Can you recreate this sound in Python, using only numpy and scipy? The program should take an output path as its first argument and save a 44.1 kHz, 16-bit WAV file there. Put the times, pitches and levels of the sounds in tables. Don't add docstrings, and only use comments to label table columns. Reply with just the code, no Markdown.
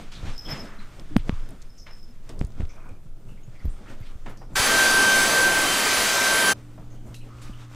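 import sys
import numpy as np
from scipy import signal
from scipy.fft import rfft, irfft, next_fast_len
from scipy.io import wavfile
from scipy.ndimage import uniform_filter1d, map_coordinates

SR = 44100
rng = np.random.default_rng(int(sys.argv[2]) if len(sys.argv) > 2 else 0)


def inscribe(sig):
    pcm = np.round(np.clip(np.atleast_2d(sig).T, -1, 1) * 32767)
    wavfile.write(sys.argv[1], SR, pcm.astype(np.int16))


def magnitude_from_level(level_db):
    exponent = np.asarray(level_db, float) / 20
    return 10 ** exponent


N = 341775
T = np.arange(N) / SR
VACUUM_START_S, KITCHEN_START_S = 4.553, 6.536
TOP_HZ = 15850


def unit(x):
    return x / np.sqrt(np.mean(x ** 2))


def colour(x, points):
    hz, db = np.transpose(points)
    size = next_fast_len(len(x))
    f = np.maximum(np.arange(size // 2 + 1) * SR / size, 1)
    gain = magnitude_from_level(np.interp(np.log(f), np.log(hz), db))
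    return irfft(rfft(x, size) * gain, size)[:len(x)]


def band(x, lo_hz, hi_hz):
    sos = signal.butter(2, [lo_hz, min(hi_hz, 20000)], "bandpass", fs=SR, output="sos")
    return signal.sosfilt(sos, x)


def mode(x, hz, t60):
    pole = np.exp(2j * np.pi * hz / SR - np.log(1000) / (t60 * SR))
    return signal.lfilter([1], [1, -pole], x).imag


def walk(rate):
    k = int(SR / rate)
    stairs = np.repeat(rng.standard_normal(N // k + 1), k)
    return 1.335 * uniform_filter1d(uniform_filter1d(stairs, k), k)[:N]


def add(out, s, sound):
    i = int(s * SR)
    out[i:i + len(sound)] += sound[:N - i]


def held(table):
    s, *columns = np.transpose(table)
    return [magnitude_from_level(np.interp(T, s, c)) for c in columns]


def gesture(s, swell, release):
    return 1000. ** np.minimum((T - s) / max(swell, .01), (s - T) / max(release, .01))


def house():
    # (frequency [Hz], level [dB per Hz])
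    room_spectrum = [(35, -37), (60, 6.5), (130, -4.5), (172, -2.5), (767, -20), (862, -28), (946, -27.5),
                     (8710, -36.5), (16000, -37.5)]
    # (frequency [Hz], level [dB])
    fridge_tones = [(118.4, -44), (226.1, -63), (296.1, -56.5), (355.3, -68), (532.9, -76)]
    tone = magnitude_from_level(-55.5 + 0.65 * walk(3.6)) * unit(colour(rng.standard_normal(N), room_spectrum))
    fridge = sum(magnitude_from_level(db + hz / 150 * walk(3.615)) * np.sin(2 * np.pi * hz * T) for hz, db in fridge_tones)
    lounge = magnitude_from_level(-58.5 + 3.3 * walk(4.1)) * np.sin(2 * np.pi * 120.2 * T)
    return tone + np.sqrt(2) * np.where(T > KITCHEN_START_S, fridge, lounge)


def air():
    # (frequency [Hz], level [dB per Hz])
    air_spectrum = [(12, -43), (30, -40), (72, -14), (110, -19.5), (250, -9.5), (780, -7.5), (1400, -7.5),
                    (2400, -10.5), (2800, -13), (6400, -17), (9300, -18.5), (10500, -24), (14500, -26.5),
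                    (15900, -31)]
    # (frequency [Hz], width [Hz], level [dB])
    duct_peaks = [(267, 30, 2.5), (399, 17, 3), (653, 30, 3), (1017, 18, 4), (1139, 14, 5), (1192, 18, 2.5),
                  (1287, 28, 3), (1346, 20, 3), (2024, 27, 3), (2330, 90, 2), (2417, 40, 3)]
    noise = colour(rng.standard_normal(N), air_spectrum)
    return noise + sum((magnitude_from_level(db) - 1) * band(noise, hz - w / 2, hz + w / 2) for hz, w, db in duct_peaks)


def patchy(x):
    patch_db, patches_per_octave, patches_per_s = 1.6, 5, 6
    hz, s, z = signal.stft(x, SR, nperseg=2048)
    octave = np.log2(1 + hz / 100)
    place = np.meshgrid(octave * patches_per_octave, s * patches_per_s, indexing="ij")
    field = map_coordinates(rng.standard_normal((50, 60)), place, order=1)
    field = field / (1 + hz[:, None] / 5000)
    return signal.istft(z * magnitude_from_level(patch_db * field), SR, nperseg=2048)[1][:N]


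def motor_whine(shaft):
    orders = (1, 2, 4, 7, 3, 5)
    flutter_db = (1.2, 1.8, 2.5, 2.5, 1.8, 1.5)
    overtones_db = (-37.5, -40.5, -41, -46, -36.5, -54)
    # (time [s], change [dB])
    fade_tables = [
        [(4.634, -11), (5.294, -7.5), (6.06, -5.5)],
        [(4.82, 1.5), (4.91, -6), (5.07, 5), (5.17, 3), (5.4, -1), (5.55, -2.5), (5.7, 4), (5.8, 4), (6.0, -7),
         (6.27, -4), (6.47, 3.5)],
        [(4.66, 7), (4.9, 3), (5.134, 6.5), (5.294, 8.5), (5.6, -13), (5.924, 6.5), (6.166, 5), (6.42, -18),
         (6.51, 9)],
        [(4.57, -6.5), (4.634, 5.5), (4.73, 0), (4.94, 4), (5.924, 4.5), (6.13, -17), (6.284, 1), (6.5, 5.5)],
        [(4.66, 5), (4.9, 5), (5.15, -7), (5.32, 2), (5.5, -8), (5.64, -6), (5.88, 3), (6.03, 4), (6.2, -6),
         (6.28, 2), (6.47, 3)],
        [(5.1, 3), (5.24, 9), (5.32, 7), (5.55, 3), (5.95, -6), (6.35, 2)],
    ]
    fade_s = 0.057
    speed_hz = 1560 * (1 + 0.000888 * walk(14))
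    phase = 2 * np.pi * np.cumsum(speed_hz) / SR
    second, third, fourth, fifth, blade, eighth = magnitude_from_level(np.array(overtones_db))
    gains = (shaft, second, fourth, blade, third, fifth)
    whine = eighth * magnitude_from_level(1.3 * walk(13)) * np.sin(8 * phase)
    for order, gain, rows, db in zip(orders, gains, fade_tables, flutter_db):
        fade = magnitude_from_level(sum(change * np.exp(-((T - s) / fade_s) ** 2) for s, change in rows))
        whine = whine + gain * fade * magnitude_from_level(db * walk(60)) * np.sin(order * phase)
    return whine


def vacuum():
    # (time [s], shaft tone [dB], brush head roar [dB], motor body nearness [dB])
    wand_swing = [(4.57, -23, -32, 0), (4.65, -22.5, -30, 0.5), (4.75, -21.5, -27.5, 0.5),
                  (5.0, -18, -28, 0), (5.22, -19.5, -27.5, 0.5), (5.45, -19.5, -27, -1),
                  (5.58, -24, -28.5, -1), (5.7, -33.5, -29.5, -1), (5.95, -29, -31, 0),
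                  (6.15, -26.5, -32, 0), (6.35, -25, -31, -0.5), (6.52, -20.5, -27, 0)]
    shaft, head, body = held(wand_swing)
    whine = motor_whine(shaft)
    gust = patchy(air())
    roar, duct, exhaust = (unit(band(np.roll(gust, lo), lo, hi))
                           for lo, hi in ((15, 700), (700, 2600), (2600, 17000)))
    hiss = magnitude_from_level(-24) * exhaust * magnitude_from_level(.4 * walk(20))
    flow = head * roar + body * (magnitude_from_level(-26) * duct + hiss)
    start = np.clip((T - VACUUM_START_S) / .008, 0, 1)
    end = np.clip((KITCHEN_START_S - T) / .016, 0, 1)
    return start * end * (np.sqrt(2) * whine + flow)


def ticks():
    # (time [s], peak level [dB], ring frequency [Hz])
    tick_events = [(0.379, -39, 5150), (0.9642, -50, 2990), (0.9963, -37, 3700), (1.489, -43, 2550),
                   (1.5065, -42, 9030), (1.6185, -41, 4770), (1.6235, -40.5, 5100), (2.392, -36.5, 5500),
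                   (2.407, -41, 6000), (2.448, -41.5, 6000), (2.4693, -47, 7940), (2.5202, -50, 4430),
                   (2.6523, -40, 1300), (2.2925, -35, 5950), (2.422, -46, 4000), (7.1432, -38, 3000),
                   (7.4201, -42, 3660), (1.2795, -45, 5500), (1.2845, -45, 6000), (2.8908, -49, 6100),
                   (3.6531, -47, 2990), (4.373, -46, 5310)]
    width_hz = 2800
    out, t = np.zeros(N), T[:SR // 30]
    for s, db, hz in tick_events:
        click = rng.standard_normal(len(t)) * np.exp(-t / 0.0026)
        tick = band(click, max(hz - width_hz / 2, 300), hz + width_hz)
        add(out, s, magnitude_from_level(db) * tick / np.abs(tick).max())
    return out


def jingle():
    # (time [s], level [dB], swell [s], release [s])
    shakes = [
        (0.34, -56, .05, .5),
        (0.381, -44, 0.02, 0.45),
        (0.452, -47, 0.11, 0.4),
        (0.519, -44, 0.22, 0.35),
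        (0.6, -44, .25, .13),
        (1.466, -63, 0.31, .25),
        (1.702, -60, 0.15, .6),
        (1.79, -51, 0.13, 0.39),
        (1.911, -51, 0.048, .45),
        (2.04, -58, .2, .2),
    ]
    # (time [s], level [dB])
    firm_knocks = [(0.3348, -49), (0.3787, -31), (0.394, -35), (0.4231, -39), (0.4515, -38), (0.4874, -38),
                   (0.5059, -35), (0.5189, -31), (0.5757, -40), (0.592, -40), (1.7017, -51), (1.7791, -48),
                   (1.789, -48), (1.9108, -44), (1.9437, -49)]
    # (frequency [Hz], level [dB], 60 dB decay [s])
    pull_tones = [(5165, 0, .032), (5215, -2, .026), (5300, -6, .018), (5420, -7, .013), (5620, -5, .011),
                  (5820, -6, .009), (12215, -20, .025), (12300, -23, .02)]
    light = (rng.random(N) < 1400 / SR) * magnitude_from_level(2.0 * rng.exponential(size=N)) * rng.standard_normal(N)
    _, first_hz, first_t60 = 0, pull_tones[0][0], pull_tones[0][2]
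    scale = np.sqrt(np.mean(mode(light, first_hz, first_t60) ** 2))
    shaking = sum(magnitude_from_level(db) * gesture(s, swell, release) for s, db, swell, release in shakes)
    knocks = light / scale * magnitude_from_level(3 * walk(60)) * shaking
    for s, db in firm_knocks:
        knocks[int(s * SR)] += magnitude_from_level(db - 1)
    free = T < 1.2
    out = np.zeros(N)
    for hz, db, t60 in pull_tones:
        ring = mode(knocks * free, hz, t60) + mode(knocks * ~free, hz * 1.012, .36 * t60)
        out += magnitude_from_level(db) * band(ring, .97 * hz, 1.03 * hz)
    return out


def scuffs():
    # (time [s], level [dB], centre [Hz], width [Hz], 60 dB decay [s])
    catches = [(0.116, -44, 2920, 4000, 0.5), (1.489, -45, 10500, 5000, .02),
               (1.864, -44.5, 1480, 1940, 0.31), (2.29, -44.5, 3040, 5330, 0.091),
               (2.69, -56, 5700, 1200, 0.3), (3.65, -54, 13500, 3000, .08), (4.0, -61, 13000, 3020, .1),
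               (4.259, -40, 900, 1440, 0.35), (4.412, -43.5, 600, 765, 0.18), (1.192, -48, 2700, 2000, .15),
               (1.178, -50, 2500, 2500, .1), (4.373, -58, 5300, 1100, .35), (0.8, -47.5, 1600, 1200, 0.26),
               (2.855, -50, 1100, 600, .25), (3.6, -56, 1990, 400, .3), (6.776, -45, 497, 685, 0.29),
               (7.142, -48.5, 7000, 9000, 0.22), (7.415, -48.5, 4500, 8500, 0.38)]
    # (time [s], level [dB], centre [Hz], width [Hz], 60 dB decay [s])
    slow_strokes = [(0.0, -48, 2500, 3450, 0.37), (0.25, -40.5, 2210, 3400, 0.38),
                    (4.05, -48.5, 2800, 2630, 0.24), (3.37, -50.5, 2190, 300, .12),
                    (0.15, -38, 3800, 900, 0.13), (0.481, -34.5, 1480, 2180, 0.52),
                    (0.649, -45, 1440, 910, 0.81), (1.775, -46.5, 5740, 1200, 0.22),
                    (2.75, -53.5, 1200, 680, 0.83), (3.69, -55.5, 8500, 2500, 0.29),
                    (3.85, -48, 1450, 1200, 0.44), (4.291, -50, 9000, 9000, 0.13),
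                    (6.9, -60, 6430, 600, 0.28), (7.2, -49, 2700, 500, 0.15), (7.28, -56, 1200, 250, 2.7)]
    # (time [s], level [dB], frequency [Hz], 60 dB decay [s])
    creak_events = [(0.452, -46, 3260, 0.44), (0.786, -54, 4100, 0.28), (1.3, -51, 1150, 0.42),
                    (2.692, -57, 2340, 0.34), (2.7032, -48, 2300, .04), (2.76, -60, 2350, .2),
                    (2.795, -60, 2360, 0.26), (2.814, -54, 2200, 0.045), (2.85, -60, 2350, 0.18),
                    (2.885, -58.5, 2380, 0.32), (2.578, -53, 2300, .06), (2.7, -58, 1200, 0.23),
                    (2.835, -55, 1500, .2), (2.765, -53, 650, .2), (2.89, -53, 620, .25),
                    (3.8, -53, 1100, .08), (3.559, -50, 2200, .05), (3.8962, -46.5, 1500, 0.093),
                    (3.88, -52, 2650, .12), (4.0219, -48, 2210, .06), (3.59, -57, 4750, .1),
                    (4.09, -55.5, 1270, 0.37), (1.36, -55, 1370, .5), (7.3842, -55, 2600, .05),
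                    (3.286, -60, 2760, 0.36), (3.43, -60, 2720, .1), (3.43, -58.5, 6700, 0.12),
                    (3.55, -56, 2150, 0.2), (4.02, -59, 4670, 0.2), (6.96, -64, 3100, 0.33),
                    (7.145, -50.5, 2700, .12), (7.149, -56, 4000, 0.37), (7.474, -50, 2575, 0.07),
                    (7.527, -51.5, 3010, 0.22)]
    sudden_s, gradual_s, creak_width_hz = 0.0018, 0.013, 340
    out, t = np.zeros(N), T[:SR // 2]
    creaks = [(s, db, hz, creak_width_hz, t60) for s, db, hz, t60 in creak_events]
    for rise, table in ((sudden_s, catches + creaks), (gradual_s, slow_strokes)):
        for s, db, hz, width_hz, t60 in table:
            grit = magnitude_from_level(.6 * rng.exponential(size=len(t) // 128 + 1).repeat(128)[:len(t)])
            noise = rng.standard_normal(len(t)) * grit
            rub = unit(band(noise, max(hz - width_hz / 2, 150), hz + width_hz / 2))
            add(out, s, magnitude_from_level(db) * rub * (1 - np.exp(-t / rise)) * 1000. 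** (-t / t60))
    return out


def pats():
    # (time [s], peak level [dB], body [Hz], 60 dB decay [s], sway re peak [dB])
    pushes = [(0.236, -22.5, 90, 0.05, -8), (0.516, -35.5, 143, 0.34, 1), (1.1632, -9.5, 219, 0.026, -20),
              (1.11, -38, 300, .3, -20), (1.174, -26, 112, .09, -30), (1.193, -17, 21, 0.21, -24),
              (1.3, -29, 150, 0.04, -20), (1.328, -19.5, 80, 0.053, -1), (2.41, -21.5, 66, 0.055, -5.5),
              (2.446, -15.5, 40.4, 0.026, -15), (2.602, -15, 68, 0.017, -8), (2.631, -19, 72.5, 0.077, -16),
              (2.914, -38, 87, 0.12, -11), (3.058, -40, 151, 0.075, 8.5), (3.255, -42, 171, 0.04, 6),
              (3.48, -35, 122, 0.078, -5), (3.648, -19, 70.6, 0.18, -3.5), (3.68, -14.5, 40, 0.044, -30),
              (4.009, -29.5, 102, 0.073, 2), (4.157, -27, 40, 0.031, -2.5), (4.601, -19, 40.4, 0.013, -21),
              (7.092, -29, 40.4, 0.039, -11), (7.09, -44, 170, .09, -20), (6.79, -42, 170, .14, -20),
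              (6.85, -42, 60, .15, -20), (7.35, -40, 60, .15, -20), (7.495, -40, 215, .08, -20),
              (0.53, -34, 140, .08, -20), (0.79, -40, 200, .12, -22), (2.09, -47, 240, 0.16, -20),
              (2.58, -40, 260, .08, -20), (4.37, -47, 200, .15, -20), (7.497, -28, 41, 0.071, -10)]
    # (time [s], peak level [dB], decay [s], ring level [dB], contact time [s])
    palm_slaps = [
        (1.1657, -2, 0.0026, -31, 0.00008),
        (1.2944, -9.5, 0.0034, -62, 0.00011),
        (2.413, -14, 0.0036, -66, 0.00017),
        (2.6062, -22.5, 0.0031, -57, 0.00017),
        (2.619, -28, 0.003, -70, 0.00014),
        (3.654, -21.5, 0.0039, -65, 0.00067),
        (0.229, -31, 0.0043, -72, 0.00026),
        (7.497, -31, 0.0042, -70, 0.00054),
    ]
    # (frequency [Hz], level [dB], 60 dB decay [s])
    small_parts = [(8570, -11.5, 0.06), (10050, -19, 0.051), (7900, -3.5, 0.014), (4883, -19, .06),
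                   (13300, -9, .03)]
    limit = .7
    out, t = np.zeros(N), T[:SR // 4]
    for s, db, hz, t60, sway_db in pushes:
        body = np.sin(2 * np.pi * hz * t) * (1 - np.exp(-t / 0.0023)) * 1000. ** (-t / max(t60, .01))
        sway = np.sin(2 * np.pi * 16 * t) * np.exp(-((t - .06) / 0.063) ** 2)
        add(out, s - .002, magnitude_from_level(db) * (body / body.max() + magnitude_from_level(sway_db) * sway))
    swing = np.cos(2 * np.pi * 156 * t - .6)
    twang = .6 * np.sin(2 * np.pi * 1850 * t) * np.exp(-t / 0.00028)
    ring = np.zeros(len(t))
    for hz, db, t60 in small_parts:
        pair = np.sin(2 * np.pi * hz * t) + .6 * np.sin(2 * np.pi * hz * 1.022 * t)
        ring += magnitude_from_level(db) * pair * 1000. ** (-t / t60)
    for s, db, decay, ring_db, contact in palm_slaps:
        step = (1 - np.exp(-(t / contact) ** 2)) * np.exp(-(t / decay) ** 2) * (swing + twang)
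        add(out, s, magnitude_from_level(db) * step + magnitude_from_level(ring_db) * ring)
    return limit * np.tanh(out / limit)


def cloth():
    # (time [s], cloth motion [dB], phone rocking [dB])
    busy = [(0.0, 8, -25), (0.3, 17, -23.5), (0.44, 4.5, -30), (0.67, 5.5, -28.5), (1.2, 9, -26.5),
            (1.62, 4, -26), (1.99, -1.5, -32), (2.36, 2, -26), (2.7, 2.5, -27), (3.1, -6, -37),
            (3.7, 6, -28.5), (4.1, 5, -30), (4.5, -1.5, -31.5), (6.6, 1.5, -41), (7.1, -1.5, -30.5),
            (7.38, 2, -37), (7.47, 12, -24), (7.75, 7, -59)]
    # (time [s], level [dB], brightness [dB], swell [s], release [s])
    squeezes = [(0.0, -50, 2, .1, 0.76), (0.224, -52, 1, .3, 0.3), (0.278, -45, -10, 0.32, 0.29),
                (0.49, -38, 10, 0.21, 0.85), (1.01, -46.5, -7, 0.29, 0.12), (1.152, -43.5, -22, 0.25, 0.18),
                (1.283, -40, 1, 0.1, 0.093), (1.52, -52.5, 0, 0.84, 0.22), (2.299, -43.5, 4.5, 0.016, 0.41),
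                (2.425, -36, -7, 0.25, 0.07), (2.48, -54, -23, 0.053, 0.56), (2.61, -46.5, 6, 0.18, 0.17),
                (2.9, -52.5, 1, 0.89, 0.2), (3.0, -69, -12, 0.16, 0.8), (3.28, -63, -21, 1.05, 0.65),
                (3.66, -57, 5, 2.2, 0.59), (3.9, -46.5, 5.5, .4, 0.4), (4.26, -40.5, 3, 0.02, 0.34),
                (4.54, -48, -9, 0.92, 0.14), (6.55, -54.5, 10, 0.13, 0.38), (6.8, -53, -5, 0.035, .35),
                (7.134, -51.5, -0.5, 2.1, 0.16), (7.25, -60, 15.5, .3, 1), (7.748, -52.5, 11, 0.18, 0.43)]
    # (frequency [Hz], level [dB per Hz])
    weave = [(20, 11.5), (44, -11.5), (118, -9), (360, -27.5), (1000, -37.5), (2000, -44), (4000, -48.5),
             (6500, -43), (9200, -41.5), (10200, -46.5), (14500, -44.5), (16000, -68)]
    # (frequency [Hz], width [Hz], level [dB])
    folds = [(600, 170, -27), (1335, 430, -17), (2316, 1700, -25), (3510, 890, -25), (6560, 2300, -15.5),
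             (8500, 2000, -14.5)]
    layers_hz = [(25, 250), (250, 1000), (1000, 4500), (4500, 16000)]
    rest_db = (-55, -62.5, -66, -73.5)
    follow = (0.57, 0.25, 1.0, 0.26)
    squeeze_share_db = (5, -2, -18, -35)
    squeeze_tilt = (-0.62, 0.22, 1, 0.36)
    motion, rocking = held(busy)
    out = magnitude_from_level(-7.0) * rocking * unit(band(rng.standard_normal(N), 9.0, 18.5))
    grains_db = 1.1 * rng.exponential(size=N // 32 + 1).repeat(32)[:N]
    slips = magnitude_from_level(grains_db + 1.5 * walk(30))
    shapes = np.array([gesture(s, swell, release) for s, _, _, swell, release in squeezes])
    _, squeeze_db, bright_db = np.transpose(squeezes)[:3]
    for k, (lo, hi) in enumerate(layers_hz):
        moving = magnitude_from_level(rest_db[k]) * motion ** follow[k]
        squeezed = magnitude_from_level(squeeze_db + squeeze_share_db[k] + squeeze_tilt[k] * bright_db) @ shapes
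        noise = unit(band(colour(rng.standard_normal(N) * slips, weave), lo, hi))
        for hz, width_hz, db in folds:
            if lo < hz < hi:
                pocket = unit(band(noise, hz - width_hz / 2, hz + width_hz / 2))
                noise = noise + magnitude_from_level(db + 6 * np.clip(walk(12), -2, 1.2)) * pocket
        out = out + (moving + squeezed) * noise * magnitude_from_level(1.5 * walk(20))
    return out


def scene():
    mid = house() + vacuum() + ticks() + jingle() + scuffs() + pats() + cloth()
    return np.array([mid, mid])


def thin_treble(mid):
    # (frequency [Hz], level re sound [dB])
    side_spectrum = [(30, -32), (200, -18.5), (500, -13), (2400, -15), (5000, -8.5), (15000, -10)]
    split_share, hole_share, dither_db = 0.47, .16, -72.5
    hz, _, z = signal.stft(mid, SR, "cosine", 2048)
    tile = np.floor(9 * np.log(1 + hz / 700)).astype(int)
    chance = rng.random((3, tile.max() + 1, z.shape[1]))
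    fine = rng.random((len(hz) // 8 + 1, z.shape[1])).repeat(8, axis=0)[:len(hz)]
    kept = fine > hole_share * (hz[:, None] / 14000) ** 3
    kept &= hz[:, None] < TOP_HZ - 700 * chance[0, 0]
    split = (chance[1, 0] < split_share) & (chance[2, tile] < chance[1, 1] + .15) & (fine < .8)
    side_noise = np.abs(z) * split * kept * np.exp(2j * np.pi * rng.random(z.shape))
    mid, side = (signal.istft(v, SR, "cosine", 2048)[1][:N] for v in (z * kept, side_noise))
    dither = magnitude_from_level(dither_db) * band(rng.standard_normal(N), 1900, 16000)
    side = colour(side, side_spectrum) + dither
    return np.array([mid + side, mid - side])


def top_cut(x):
    return signal.sosfilt(signal.butter(12, 16450, fs=SR, output="sos"), x)


def record(dry):
    low_pass = signal.ellip(8, .2, 70, TOP_HZ, fs=SR, output="sos")
    wet = signal.sosfilt(low_pass, thin_treble(dry[0]))
    return top_cut(wet)


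dry = scene()
out = record(dry)
inscribe(out)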